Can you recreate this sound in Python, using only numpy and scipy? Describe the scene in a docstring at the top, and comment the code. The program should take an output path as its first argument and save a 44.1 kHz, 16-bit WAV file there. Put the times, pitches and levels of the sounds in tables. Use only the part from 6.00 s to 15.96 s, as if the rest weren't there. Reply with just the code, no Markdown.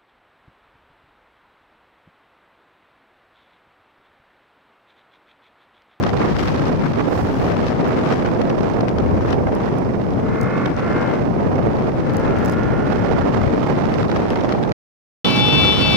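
"""Wind on a scooter ride

An electric scooter rides fast along a country road. Turbulent eddies buffet and spit at each of two
microphone ports independently, and the rumble grows as the airstream leans to the left. Beneath it
the tyres hiss, grit ticks and a motor-like whirr, the harmonics of a shaft, revs up and sinks twice.
After a click and half a second of silence the wind is back, with a loud, many-toned whine on the left."""
import sys
import numpy as np
from scipy import signal
from scipy.fft import rfft, irfft, next_fast_len
from scipy.io import wavfile
from scipy.ndimage import map_coordinates

SR = 44100
rng = np.random.default_rng(int(sys.argv[2]) if len(sys.argv) > 2 else 0)


def digitize_waveform(pressure):
    """Quantize a signal to 16-bit integers and store it at the path in sys.argv[1].

    Rows of a 2-D input are taken as channels; values are limited to [-1, 1].
    """
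    field = np.atleast_2d(pressure).T
    bounded = np.clip(field, -1, 1)
    quanta = np.round(bounded * 32767).astype(np.int16)
    wavfile.write(sys.argv[1], SR, quanta)


N = 439236
TIME = np.arange(N) / SR
PAUSE_START_S, PAUSE_END_S = 8.728, 9.245

# Levels are relative, spectra are densities, balance is left minus right, half widths are at 1/e.
# spectrum of tyres on asphalt: f/Hz, level/dB
TYRE_SPECTRUM = [(200, 1.5), (600, 4), (1200, -16.5), (2400, -17), (3500, -27.5), (5600, -23), (7200, -35),
                 (9500, -35.5), (11000, -44), (15800, -45.5)]
# grit striking the scooter: t/s, level/dB
GRIT_IMPACTS = [(1.8815, -37), (3.551, -34), (3.785, -38), (4.413, -31), (4.4322, -37), (6.1359, -40),
                (6.1683, -30), (6.1975, -40), (6.387, -39), (6.449, -32), (6.459, -30), (6.4836, -38),
                (6.498, -32), (6.5145, -39), (6.523, -35), (6.5365, -41), (8.303, -39)]
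# spectrum of a tick of grit: f/Hz, level/dB
TICK_SPECTRUM = [(2000, -30), (5000, 10), (9000, -1.5), (15000, -2.5)]
# faint swells of high sizzle: t/s, half width/s, level/dB
SIZZLE_SWELLS = [(0.42, .08, -54), (1.17, 0.089, -49.5), (1.42, 0.13, -53.5), (6.48, 0.095, -56)]
# rising hums: start/s, end/s, first f/Hz, last f/Hz, level/dB
HUM_GLIDES = [(4.1, 4.58, 425, 468, -32.5), (5.9, 6.42, 480, 595, -35.5)]
# rotation of the whirring shaft: t/s, f/Hz
SHAFT_SPEED = [(4.1, 43.2), (4.35, 45.05), (4.55, 46.4), (4.66, 48), (4.87, 52.8), (5.03, 55), (5.15, 52.3),
               (5.45, 50), (5.95, 53), (6.3, 57.8), (6.88, 61.8), (7.15, 61), (7.55, 54.3), (9.25, 55.3),
               (9.6, 53.7), (9.96, 52)]
# resonances of the housing that radiates the whirr: f/Hz, bandwidth/Hz, level/dB
HOUSING_MODES = [(470, 110, 11), (1120, 130, 2), (1410, 120, 3.5), (1720, 170, -1.5), (2110, 130, -2),
                 (2540, 130, -11)]
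# surges of the whirr: start/s, peak/s, end/s, level/dB, phase jitter/rad, {harmonic: boost/dB}
WHIRR_SURGES = [(4.2, 4.58, 4.74, -27.3, .2, {23: 5, 24: 8, 25: 6, 29: 6, 32: 6, 39: 6, 46: 8, 55: 3}),
                (4.7, 4.98, 5.25, -27.4, .24, {23: 5, 26: 7, 29: 8, 32: 5, 38: 3, 39: 5}),
                (5.96, 6.52, 7.45, -31, .38, {23: 8, 24: 6, 27: 5, 29: 5, 32: 5}),
                (9.0, 9.6, 10.3, -34, .4, {24: 14, 25: 6})]
# low tones under the whine: f/Hz, level/dB
LOW_PARTIALS = [(632, -39.5), (838, -34.5), (1086, -42)]
# tones of the whine: f/Hz, level/dB
WHINE_PARTIALS = [(2178, -51), (2299, -33), (2536, -48.5), (2649, -29), (2778, -41.5), (2907, -46),
                  (3020, -31), (3138, -47.5), (3260, -47.5), (3383, -43.5), (3499, -24), (3537, -46),
                  (3620, -50), (3741, -40), (3984, -38.5), (4097, -46.5), (4344, -51), (4463, -37.5),
                  (5190, -42.5), (5312, -58), (8080, -63)]
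# swells of its two leading tones: t/s, first level/dB, second level/dB
LEAD_SWELLS = [(9.26, -24.5, -39), (9.305, -38, -35), (9.36, -38, -30), (9.398, -25, -36.5),
               (9.554, -26, -26), (9.705, -21, -33.5), (9.768, -31, -44), (9.84, -29, -27),
               (9.95, -28, -32)]
# periodic swells of its tones: f/Hz, swell rate/Hz, crest t/s, depth/dB
WHINE_TREMOLO = [(2299, 3.3, 9.66, 4.5), (3020, 1.03, 9.86, 1.5), (3741, 0.61, 8.7, 12),
                 (4463, 3.7, 9.61, 4.5), (5190, 4.4, 9.77, 1)]
# direction of the whine: f/Hz, balance/dB
WHINE_BALANCE = [(800, 27), (2300, 7), (2650, 18), (3500, 9), (3900, 0), (5200, 3), (8000, -3)]
# spectra of the wind before and after the pause: f/Hz, level/dB
GUSTY_SPECTRUM = [(13, -53), (22, -13), (125, -3), (183, -3.5), (418, -3.5), (1260, -14.5), (1400, -16.5),
                  (1570, -18.5), (2120, -22.5), (2790, -26.5), (5550, -35.5), (7110, -43.5), (10500, -56.5),
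                  (14500, -55.5), (15800, -61)]
STEADY_SPECTRUM = [(25, -24), (60, -14), (120, 1.5), (300, -4), (700, -11.5), (1300, -16.5), (1600, -22),
                   (2200, -25.5), (3300, -24), (4200, -29.5), (5600, -30), (7000, -43), (10000, -46.5),
                   (15800, -50)]
# lean of the airstream towards the left port: t/s, lean/dB
STREAM_LEAN = [(0.0, 1.5), (0.3, 6.5), (0.52, 2), (0.72, 10), (0.9, 2), (1.08, -2), (1.5, 3.5), (2.1, -0.5),
               (2.4, 3.5), (2.6, 4), (3.3, 0), (3.8, 4), (4.4, 5), (4.65, -0.5), (5.1, 0), (5.28, 7),
               (5.7, 6.5), (5.9, 2), (6.3, 6.5), (6.55, 9), (7.1, 8.5), (7.45, 8), (7.6, 7), (8.1, 3.5),
               (8.7, -0.5)]
# response of the low wind to lean: head-on level/dB, level slope/(dB/dB), balance slope/(dB/dB)
RUMBLE_BY_LEAN = (-33, 0.83, 1.9)
BUFFET_BY_LEAN = (-22, 0.23, 0.81)
# strength of the wind's roar and of its tearing treble: t/s, left level/dB, right level/dB
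ROAR_LEVELS = [(0.0, -22, -24), (0.24, -22, -19.5), (0.34, -23.5, -25), (0.74, -26, -19.5), (0.9, -25, -27),
               (1.1, -29, -18), (1.34, -25.5, -21), (1.56, -21.5, -20.5), (1.74, -22, -27.5),
               (1.82, -20.5, -21.5), (2.3, -23.5, -19.5), (2.9, -24.5, -19), (3.7, -23.5, -20),
               (3.84, -27.5, -20.5), (4.42, -23, -24.5), (4.58, -26.5, -23.5), (5.14, -19, -22.5),
               (5.24, -30.5, -19), (5.45, -23.5, -19), (5.62, -24, -17), (6.08, -24, -23.5),
               (6.3, -20.5, -20.5), (6.8, -30, -19.5), (7.22, -27.5, -18), (7.46, -25, -19),
               (8.7, -25.5, -19)]
TEARING_LEVELS = [(0.0, -44.5, -42), (0.42, -34.5, -38), (0.94, -44.5, -43), (1.5, -41, -42.5),
                  (1.84, -47.5, -39.5), (2.12, -36, -40), (2.36, -51, -46), (2.68, -58, -38.5),
                  (2.88, -49, -52), (3.14, -49.5, -49), (3.3, -40, -50), (3.4, -50, -57),
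                  (3.66, -46.5, -41.5), (3.8, -57.5, -49), (5.1, -42.5, -42.5), (5.28, -54.5, -47),
                  (6.48, -43, -43.5), (6.84, -52, -46), (6.9, -46.5, -40), (8.1, -48, -41.5),
                  (8.2, -41.5, -42.5), (8.7, -46, -49)]
# steady wind, a row each for buffet, roar and tearing: level/dB, balance/dB
STEADY_BANDS = [(-20, -4.5), (-22, -3), (-33.5, -6)]
# passing gusts (+) and lulls (-): t/s, half width/s, left level/dB, right level/dB
PASSING_GUSTS = [(0.07, 0.032, -0.5, -2), (0.15, 0.027, -9.5, 1), (0.23, 0.042, 2.5, 5),
                 (0.84, 0.033, 7, 3), (1.0, 0.019, 6, 8), (1.5, 0.025, 6.5, -1), (1.9, 0.15, 1, 3.5),
                 (2.1, 0.049, 3, 3), (3.37, .06, -4, 3.5), (4.68, 0.033, 4.5, 0), (4.74, 0.024, -2, -12),
                 (5.05, 0.091, 1, -1.5), (6.92, 0.027, -4, 5), (7.33, 0.09, 1.5, 1), (7.83, 0.053, 0, 4)]
# gusts that boom on the left port: t/s, half width/s, level/dB
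BOOM_GUSTS = [(0.13, 0.042, -25), (0.36, 0.046, -22.5), (1.22, 0.07, -22.5), (1.43, 0.11, -23.5),
              (3.2, 0.33, -22)]
# dull knocks of wind on a port: t/s, level/dB, balance/dB
THUD_IMPACTS = [(0.066, -13.5, -3), (0.277, -20, -4.5), (2.289, -16, -1), (3.472, -17, -13),
                (5.69, -22, -6.5), (6.497, -18, -6), (7.439, -17, -8), (7.673, -16, -5),
                (8.334, -16.5, -14)]
# sharp transients, spits of wind except the last, a click just before the sound cuts to silence:
# t/s, level/dB, balance/dB, half width/ms
SHARP_TRANSIENTS = [(0.038, -20, 11, 3.5), (0.068, -24, -3, 4), (0.094, -22, 15, 2.7),
                    (0.175, -24, -8, 1.5), (0.259, -26, 9, 2), (0.367, -21, 18, 2), (0.394, -21, 13, 2),
                    (0.437, -24, 8, 3), (0.476, -23.5, 8, 3), (0.562, -22, 5, 1.5), (1.569, -25.5, 5, 2.5),
                    (1.668, -24, 4, 2), (1.684, -25, 20, 3), (1.712, -27, 10, 1.5), (2.262, -23, 14, 4),
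                    (2.313, -32, 6, 1.4), (2.417, -24.5, 6, 2.7), (2.502, -22.5, 4, 2.2),
                    (2.809, -23.5, 3, 3), (2.884, -21, 9, 2.8), (2.985, -23, 8, 2), (3.304, -25, 7, 1.5),
                    (3.33, -21, 18, 3.7), (4.66, -20.5, -11, 3), (7.856, -26, -5.5, 3),
                    (7.941, -23, 4.5, 2.2), (7.985, -24, -9.5, 2.4), (8.031, -23, 0, 2),
                    (8.117, -21, 0, 2.4), (8.163, -21, 2, 4.5), (8.305, -20, 5, .8), (8.358, -23, -9, 2),
                    (8.447, -22, -3, 1.5), (8.493, -22, 13.5, 1.7), (8.525, -18, 9, 1.5),
                    (8.637, -23.5, -12, 3.2), (8.72, -18, -1, 1.1)]
# spectra of a knock, a spit or click, and the fine crackle: f/Hz, level/dB
THUD_SPECTRUM = [(100, -18.5), (350, 2), (800, 0.5), (1500, -8.5), (3000, -28), (8000, -52)]
TRANSIENT_SPECTRUM = [(150, -18.5), (500, 4), (1200, 8.5), (2500, -2), (5600, -12), (7200, -27),
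                      (11000, -35.5), (15800, -43)]
CRACKLE_SPECTRUM = [(400, -13), (1500, 2), (3200, -2), (5800, -6.5), (7400, -21), (11000, -31),
                    (15800, -36)]


def amp(db):
    """Amplitude ratio of a level in decibels."""
    return 10 ** (np.asarray(db) / 20)


def unit(x):
    """Normalisation to rms 1."""
    return x / np.sqrt(np.mean(x ** 2) + 1e-20)


def along(points, hz):
    """Interpolation of (f/Hz, value) points on a logarithmic frequency axis."""
    f, values = np.transpose(points)
    return np.interp(np.log(hz + 1), np.log(f + 1), values)


def curves(rows):
    """Linear interpolation in time: one signal for each column after t/s."""
    times, *columns = np.transpose(rows)
    return np.array([np.interp(TIME, times, column) for column in columns])


def bell(t, half_width):
    """Gaussian envelope centred on t = 0."""
    return np.exp(-(t / half_width) ** 2)


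def wobble(rate, time=TIME):
    """Smooth random modulation through `rate` Gaussian values a second."""
    knots = rng.standard_normal(4096)
    coarse = time[::16]
    return np.interp(time, coarse, map_coordinates(knots, [coarse * rate], mode="wrap"))


def filtered(x, response):
    """Linear filtering: the spectrum is multiplied by a frequency response."""
    size = next_fast_len(N + 8192)
    return irfft(rfft(x, size) * response(np.fft.rfftfreq(size, 1 / SR)), size)[..., :N]


def panned(balance_db):
    """Left and right gains of constant total power."""
    gains = amp(np.array([[.5], [-.5]]) * balance_db)
    return gains / np.sqrt(np.mean(gains ** 2, axis=0))


def at_ports(level_db, balance_db):
    """Division of a level between the left and right ports, in dB."""
    return level_db + 20 * np.log10(panned(balance_db))


def hiss(response):
    """Filtered noise of rms 1, incoherent between the ports."""
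    return unit(filtered(rng.standard_normal((2, N)), response))


def narrow_hiss(centre_hz, width_hz):
    """Noise confined to a Lorentzian band."""
    return hiss(lambda hz: 1 / (1 + ((hz - centre_hz) / width_hz) ** 2))


def bursts(rows, spectrum):
    """Noise under Gaussian envelopes; rows give t/s, level/dB, balance/dB, half width/ms."""
    noise, out = hiss(lambda hz: amp(along(spectrum, hz))), np.zeros((2, N))
    for s, db, pan, width_ms in rows:
        near = slice(max(round(s * SR) - SR // 80, 0), round(s * SR) + SR // 80)
        envelope = bell(TIME[near] - s, width_ms / 1000)
        burst = noise[:, near] * envelope
        burst *= np.linalg.norm(envelope) / np.linalg.norm(burst, axis=1, keepdims=True)
        out[:, near] += amp(db) * panned(pan) * burst
    return out


def drive_whistle(level_db, centre_hz, width_hz):
    """Switching in the motor drive gives narrow-band noise, heard as a faint, fuzzy whistle."""
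    return amp(level_db + 2 * wobble(2)) * narrow_hiss(centre_hz, width_hz)


def tyres(level_db):
    """Rolling contact of rubber on asphalt radiates an even broadband hiss."""
    return amp(level_db + 0.43 * wobble(4.2)) * hiss(lambda hz: amp(along(TYRE_SPECTRUM, hz)))


def grit(level_db, t60_s):
    """Impacts of grit decay exponentially as bright ticks; a faint sizzle shares their spectrum."""
    ticks, age = np.zeros((2, N)), TIME[:SR // 40]
    for s, db in GRIT_IMPACTS:
        decay = amp(db + level_db - 60 * age / t60_s)
        ticks[:, round(s * SR):][:, :len(age)] += decay * rng.standard_normal((2, len(age)))
    colour = lambda hz: amp(along(TICK_SPECTRUM, hz))
    sizzle = sum(amp(db) * bell(TIME - s, width) for s, width, db in SIZZLE_SWELLS)
    return filtered(ticks, colour) + sizzle * hiss(colour)


def hums():
    """Linear frequency sweeps: a low drone rises each time the whirr revs up."""
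    out = np.zeros(N)
    for start, end, from_hz, to_hz, db in HUM_GLIDES:
        progress = np.clip((TIME - start) / (end - start), 0, 1)
        cycles = np.cumsum(from_hz + (to_hz - from_hz) * progress) / SR
        out += amp(db) * np.sqrt(2 * np.abs(np.sin(np.pi * progress))) * np.sin(2 * np.pi * cycles)
    return out


def whirr(arch_power, scatter_db, waver_db, pan_db):
    """Forced vibration: harmonics of a shaft's rotation glide through the resonances of a housing."""
    shaft_hz, = curves(SHAFT_SPEED)
    turns = np.cumsum(shaft_hz) / SR
    out = np.zeros((2, N))
    for start, peak, end, peak_db, jitter_rad, boosts in WHIRR_SURGES:
        on = (TIME > start) & (TIME < end)
        t = TIME[on]
        arch = np.abs(np.sin(np.interp(t, (start, peak, end), [0, np.pi / 2, np.pi]))) ** arch_power
        tones = np.zeros((2, len(t)))
        for order in range(8, 58):
            hz = order * shaft_hz[on]
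            housing_power = sum(amp(db) ** 2 / (1 + (2 * (hz - centre) / width) ** 2)
                                for centre, width, db in HOUSING_MODES)
            level = boosts.get(order, 0) + scatter_db * rng.standard_normal((2, 1))
            level = level + waver_db * wobble(12, t)
            port_phase = 2 * np.pi * rng.random() + np.pi / 5 * rng.standard_normal((2, 1))
            phase = 2 * np.pi * order * turns[on] + port_phase + jitter_rad * wobble(40, t)
            tones += np.sqrt(housing_power) * amp(level) * np.sin(phase)
        out[:, on] += amp(peak_db) * arch * unit(tones)
    return panned(pan_db) * out


def undertones(flutter_db, jitter_rad, pan_db):
    """Random amplitude and phase modulation: the whine's low tones come and go in the wind."""
    tones = sum(amp(db + flutter_db * wobble(16))
                * np.sin(2 * np.pi * hz * TIME + jitter_rad * wobble(30)) for hz, db in LOW_PARTIALS)
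    return np.sqrt(2) * panned(pan_db) * tones


def rasp(level_db, centre_hz, width_hz, pan_db):
    """Common modulation: a band of hiss swells with the whine's leading tone."""
    lead, _ = curves(LEAD_SWELLS)
    return amp(lead + level_db) * panned(pan_db) * narrow_hiss(centre_hz, width_hz)


def whine(level_db, lead_db, waver_db, flutter_db, drift_cycles, jitter_rad, wander_rad):
    """Shrill partials, like those of a horn's diaphragm, are modulated by the airstream."""
    swells = curves(LEAD_SWELLS)
    clock = TIME + drift_cycles * wobble(15) / 3500  # shared drift, in cycles of 3500 Hz
    on = TIME > PAUSE_END_S
    t, out = TIME[on], np.zeros((2, N))
    for rank, (hz, db) in enumerate(sorted(WHINE_PARTIALS, key=lambda tone: -tone[1])):
        if rank < len(swells):
            level = swells[rank][on] + lead_db
        else:
            tremolo = sum(depth * np.cos(2 * np.pi * rate * (t - crest))
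                          for tone_hz, rate, crest, depth in WHINE_TREMOLO if abs(tone_hz - hz) < 20)
            level = db + level_db + tremolo + waver_db * wobble(18, t)
        phase = 2 * np.pi * hz * clock[on] + jitter_rad * wobble(110, t)
        # the far port lags by about a quarter cycle
        lag = np.array([wander_rad * wobble(14, t), np.pi / 2 + wander_rad * wobble(14, t)])
        gain = amp(level + flutter_db * wobble(80, t)) * panned(along(WHINE_BALANCE, hz))
        out[:, on] += gain * np.sqrt(2) * np.sin(phase - lag)
    return out


def eddies(scales, limit=2.2):
    """Turbulence at each port: superposed (rate/Hz, weight) fluctuations whose extremes saturate."""
    swirl = np.array([sum(weight * wobble(rate) for rate, weight in scales) for port in range(2)])
    return unit(np.tanh(unit(swirl) / limit))


def below(hz, edge_hz):
    """Fourth-order low-pass magnitude response."""
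    return 1 / np.sqrt(1 + (hz / edge_hz) ** 8)


def above(hz, edge_hz):
    """The high-pass response of complementary power."""
    return np.sqrt(1 - below(hz, edge_hz) ** 2)


def leaning(law):
    """Angle of incidence: the further left the stream leans, the louder and further left a layer is."""
    lean, = curves(STREAM_LEAN)
    level_db, growth, shift = law
    return at_ports(level_db + growth * lean, shift * lean)


def rumble(level_db, spectrum, low_hz, high_hz, lump_db):
    """The largest eddies give the slowest pressure fluctuations, which thump on the ports."""
    noise = hiss(lambda hz: amp(along(spectrum, hz)) * hz / np.hypot(hz, low_hz) * below(hz, high_hz))
    return amp(level_db) * unit(noise * amp(lump_db * eddies([(12, 1)])))


def booms(centre_hz, sharpness, pan_db):
    """Large gusts modulate a narrow band of low noise, each swelling and fading."""
    envelope = sum(amp(db) * bell(TIME - s, width) for s, width, db in BOOM_GUSTS)
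    band = lambda hz: 1 / (1 + (sharpness * (hz / centre_hz - centre_hz / (hz + 1))) ** 2)
    return envelope * panned(pan_db) * hiss(band)


def thuds(level_db, width_ms):
    """The pressure pulse of a larger vortex hitting a port is a dull knock."""
    return bursts([(s, db + level_db, pan, width_ms) for s, db, pan in THUD_IMPACTS], THUD_SPECTRUM)


def crackle(level_db, spread_db, cluster_db, scatter_s, width_s, count, cluster_size):
    """Tiny vortices snap where the wind tears at a port; more snaps surround each sharp transient."""
    tearing = curves(TEARING_LEVELS)
    snaps = np.zeros((2, N))
    for side, when, strength in rng.random((count, 3)):
        place = int(2 * side), int(when * N)
        snaps[place] = amp(tearing[place] + level_db + spread_db * strength ** 2)
    for s, db, pan, _ in SHARP_TRANSIENTS:
        for delay, strength in rng.standard_normal((cluster_size, 2)):
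            at = abs(round((s + scatter_s * delay) * SR))
            snaps[:, at] += amp(db + cluster_db + 2 * strength) * panned(pan)[:, 0]
    pulse = bell(np.arange(-200, 201) / SR, width_s)
    envelope = signal.fftconvolve(snaps, pulse[None], "same", axes=1)
    return envelope * hiss(lambda hz: amp(along(CRACKLE_SPECTRUM, hz)))


def spits_and_click(sharp_db, small_db, spread_db, width_s, count):
    """Small vortices burst on a port as pressure pulses; a sharp click precedes the silence."""
    wind_db = (curves(ROAR_LEVELS) + curves(TEARING_LEVELS)) / 2
    small = np.zeros((2, N))  # lesser, duller spits, which scale with the wind
    for side, when, size in rng.random((count, 3)):
        small[int(2 * side), int(when * N)] = amp(small_db + spread_db * size ** 2)
    pulse = bell(np.arange(-400, 401) / SR, width_s)
    envelope = signal.fftconvolve(small * amp(wind_db), pulse[None], "same", axes=1)
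    sharp = amp(sharp_db) * bursts(SHARP_TRANSIENTS, TRANSIENT_SPECTRUM)
    dull_noise = hiss(lambda hz: amp(along(TRANSIENT_SPECTRUM, hz)) / np.hypot(1, hz / 5000))
    return sharp + envelope * dull_noise


def wind(spectrum, swirl, buffet_db, roar_db, tear_db, upper_mid_db, depth_db):
    """Turbulent modulation: an eddy lifts the low buffet a little, the roar more, the treble most."""
    def layer(band, level_db, share):
        noise = hiss(lambda hz: amp(along(spectrum, hz)) * band(hz))
        return amp(level_db) * unit(noise * amp(share * depth_db * swirl))

    between_db = (roar_db + tear_db) / 2 + upper_mid_db
    return (layer(lambda hz: above(hz, 100) * below(hz, 265), buffet_db, share=0.089)
            + layer(lambda hz: above(hz, 232) * below(hz, 947), roar_db, share=0.46)
            + layer(lambda hz: above(hz, 944) * below(hz, 2470), between_db, share=0.81)
            + layer(lambda hz: above(hz, 2510), tear_db, share=0.82))


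def steady_wind(rumble_db, rise_db_per_s):
    """Shallow modulation gives smoother wind, here bright and to the right, over a growing rumble."""
    swirl = eddies([(14, 0.4), (45, 0.45), (150, 0.5)])
    buffet, roar, tear = [at_ports(db, pan) for db, pan in STEADY_BANDS]
    rising_db = rumble_db + rise_db_per_s * (TIME - PAUSE_END_S)
    return (wind(STEADY_SPECTRUM, swirl, buffet, roar, tear, upper_mid_db=-1.8, depth_db=2.5)
            + rumble(rising_db, STEADY_SPECTRUM, low_hz=20, high_hz=76, lump_db=3.0))


def gusty_wind(tear_db, gust_db, body_share, upper_mid_share):
    """Unsteady flow makes ragged wind; gusts pass each port and lift the upper middle most."""
    swirl = eddies([(36, 0.26), (90, 0.54), (240, 0.72)])
    passing = sum(np.array([[left], [right]]) * bell(TIME - s, width)
                  for s, width, left, right in PASSING_GUSTS)
    gusts = gust_db * eddies([(11, 1)]) + body_share * passing
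    buffet = leaning(BUFFET_BY_LEAN) + gusts / 2
    roar = curves(ROAR_LEVELS) + gusts
    tear = curves(TEARING_LEVELS) + tear_db + gusts
    upper_mid = 1.7 + upper_mid_share * passing
    return (wind(GUSTY_SPECTRUM, swirl, buffet, roar, tear, upper_mid, depth_db=4.5)
            + rumble(leaning(RUMBLE_BY_LEAN), GUSTY_SPECTRUM, low_hz=15, high_hz=119, lump_db=1.5))


def scene():
    """Superposition of the sources in two stretches of the ride, with silence between them."""
    ride = gusty_wind(tear_db=-3.0, gust_db=0.3, body_share=0.62, upper_mid_share=0.52)
    ride += spits_and_click(sharp_db=-.5, small_db=-1, spread_db=8, width_s=.0015, count=300)
    ride += thuds(level_db=-.5, width_ms=2.5)
    ride += crackle(level_db=2, spread_db=11.5, cluster_db=-11, scatter_s=.01, width_s=.0006,
                    count=750, cluster_size=2)
    ride += booms(centre_hz=91.2, sharpness=1.3, pan_db=10.0)
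    ride += tyres(level_db=-36.5)
    ride += grit(level_db=2.0, t60_s=0.0079)
    ride += drive_whistle(level_db=-75.5, centre_hz=14340, width_hz=60)
    motor = hums() + whirr(arch_power=.75, scatter_db=1, waver_db=1.8, pan_db=-2.5)
    late = steady_wind(rumble_db=-29, rise_db_per_s=9.5)
    late += whine(level_db=2.3, lead_db=5.2, waver_db=1.6, flutter_db=.9,
                  drift_cycles=.07, jitter_rad=.14, wander_rad=.28)
    late += undertones(flutter_db=3.5, jitter_rad=.6, pan_db=14)
    late += rasp(level_db=-17, centre_hz=3450, width_hz=300, pan_db=10)
    fade_out = np.clip((PAUSE_START_S - TIME) / 0.0092, 0, 1)
    fade_in = np.clip((TIME - PAUSE_END_S) / .0015, 0, 1)
    return (ride + motor) * fade_out + (late + motor) * fade_in


def record(dry):
    """Band limiting: a steep low-pass removes everything above 15850 Hz."""
    return filtered(dry, lambda hz: 1 / (1 + (hz / 15850) ** 200))


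dry = scene()
out = record(dry)
digitize_waveform(out)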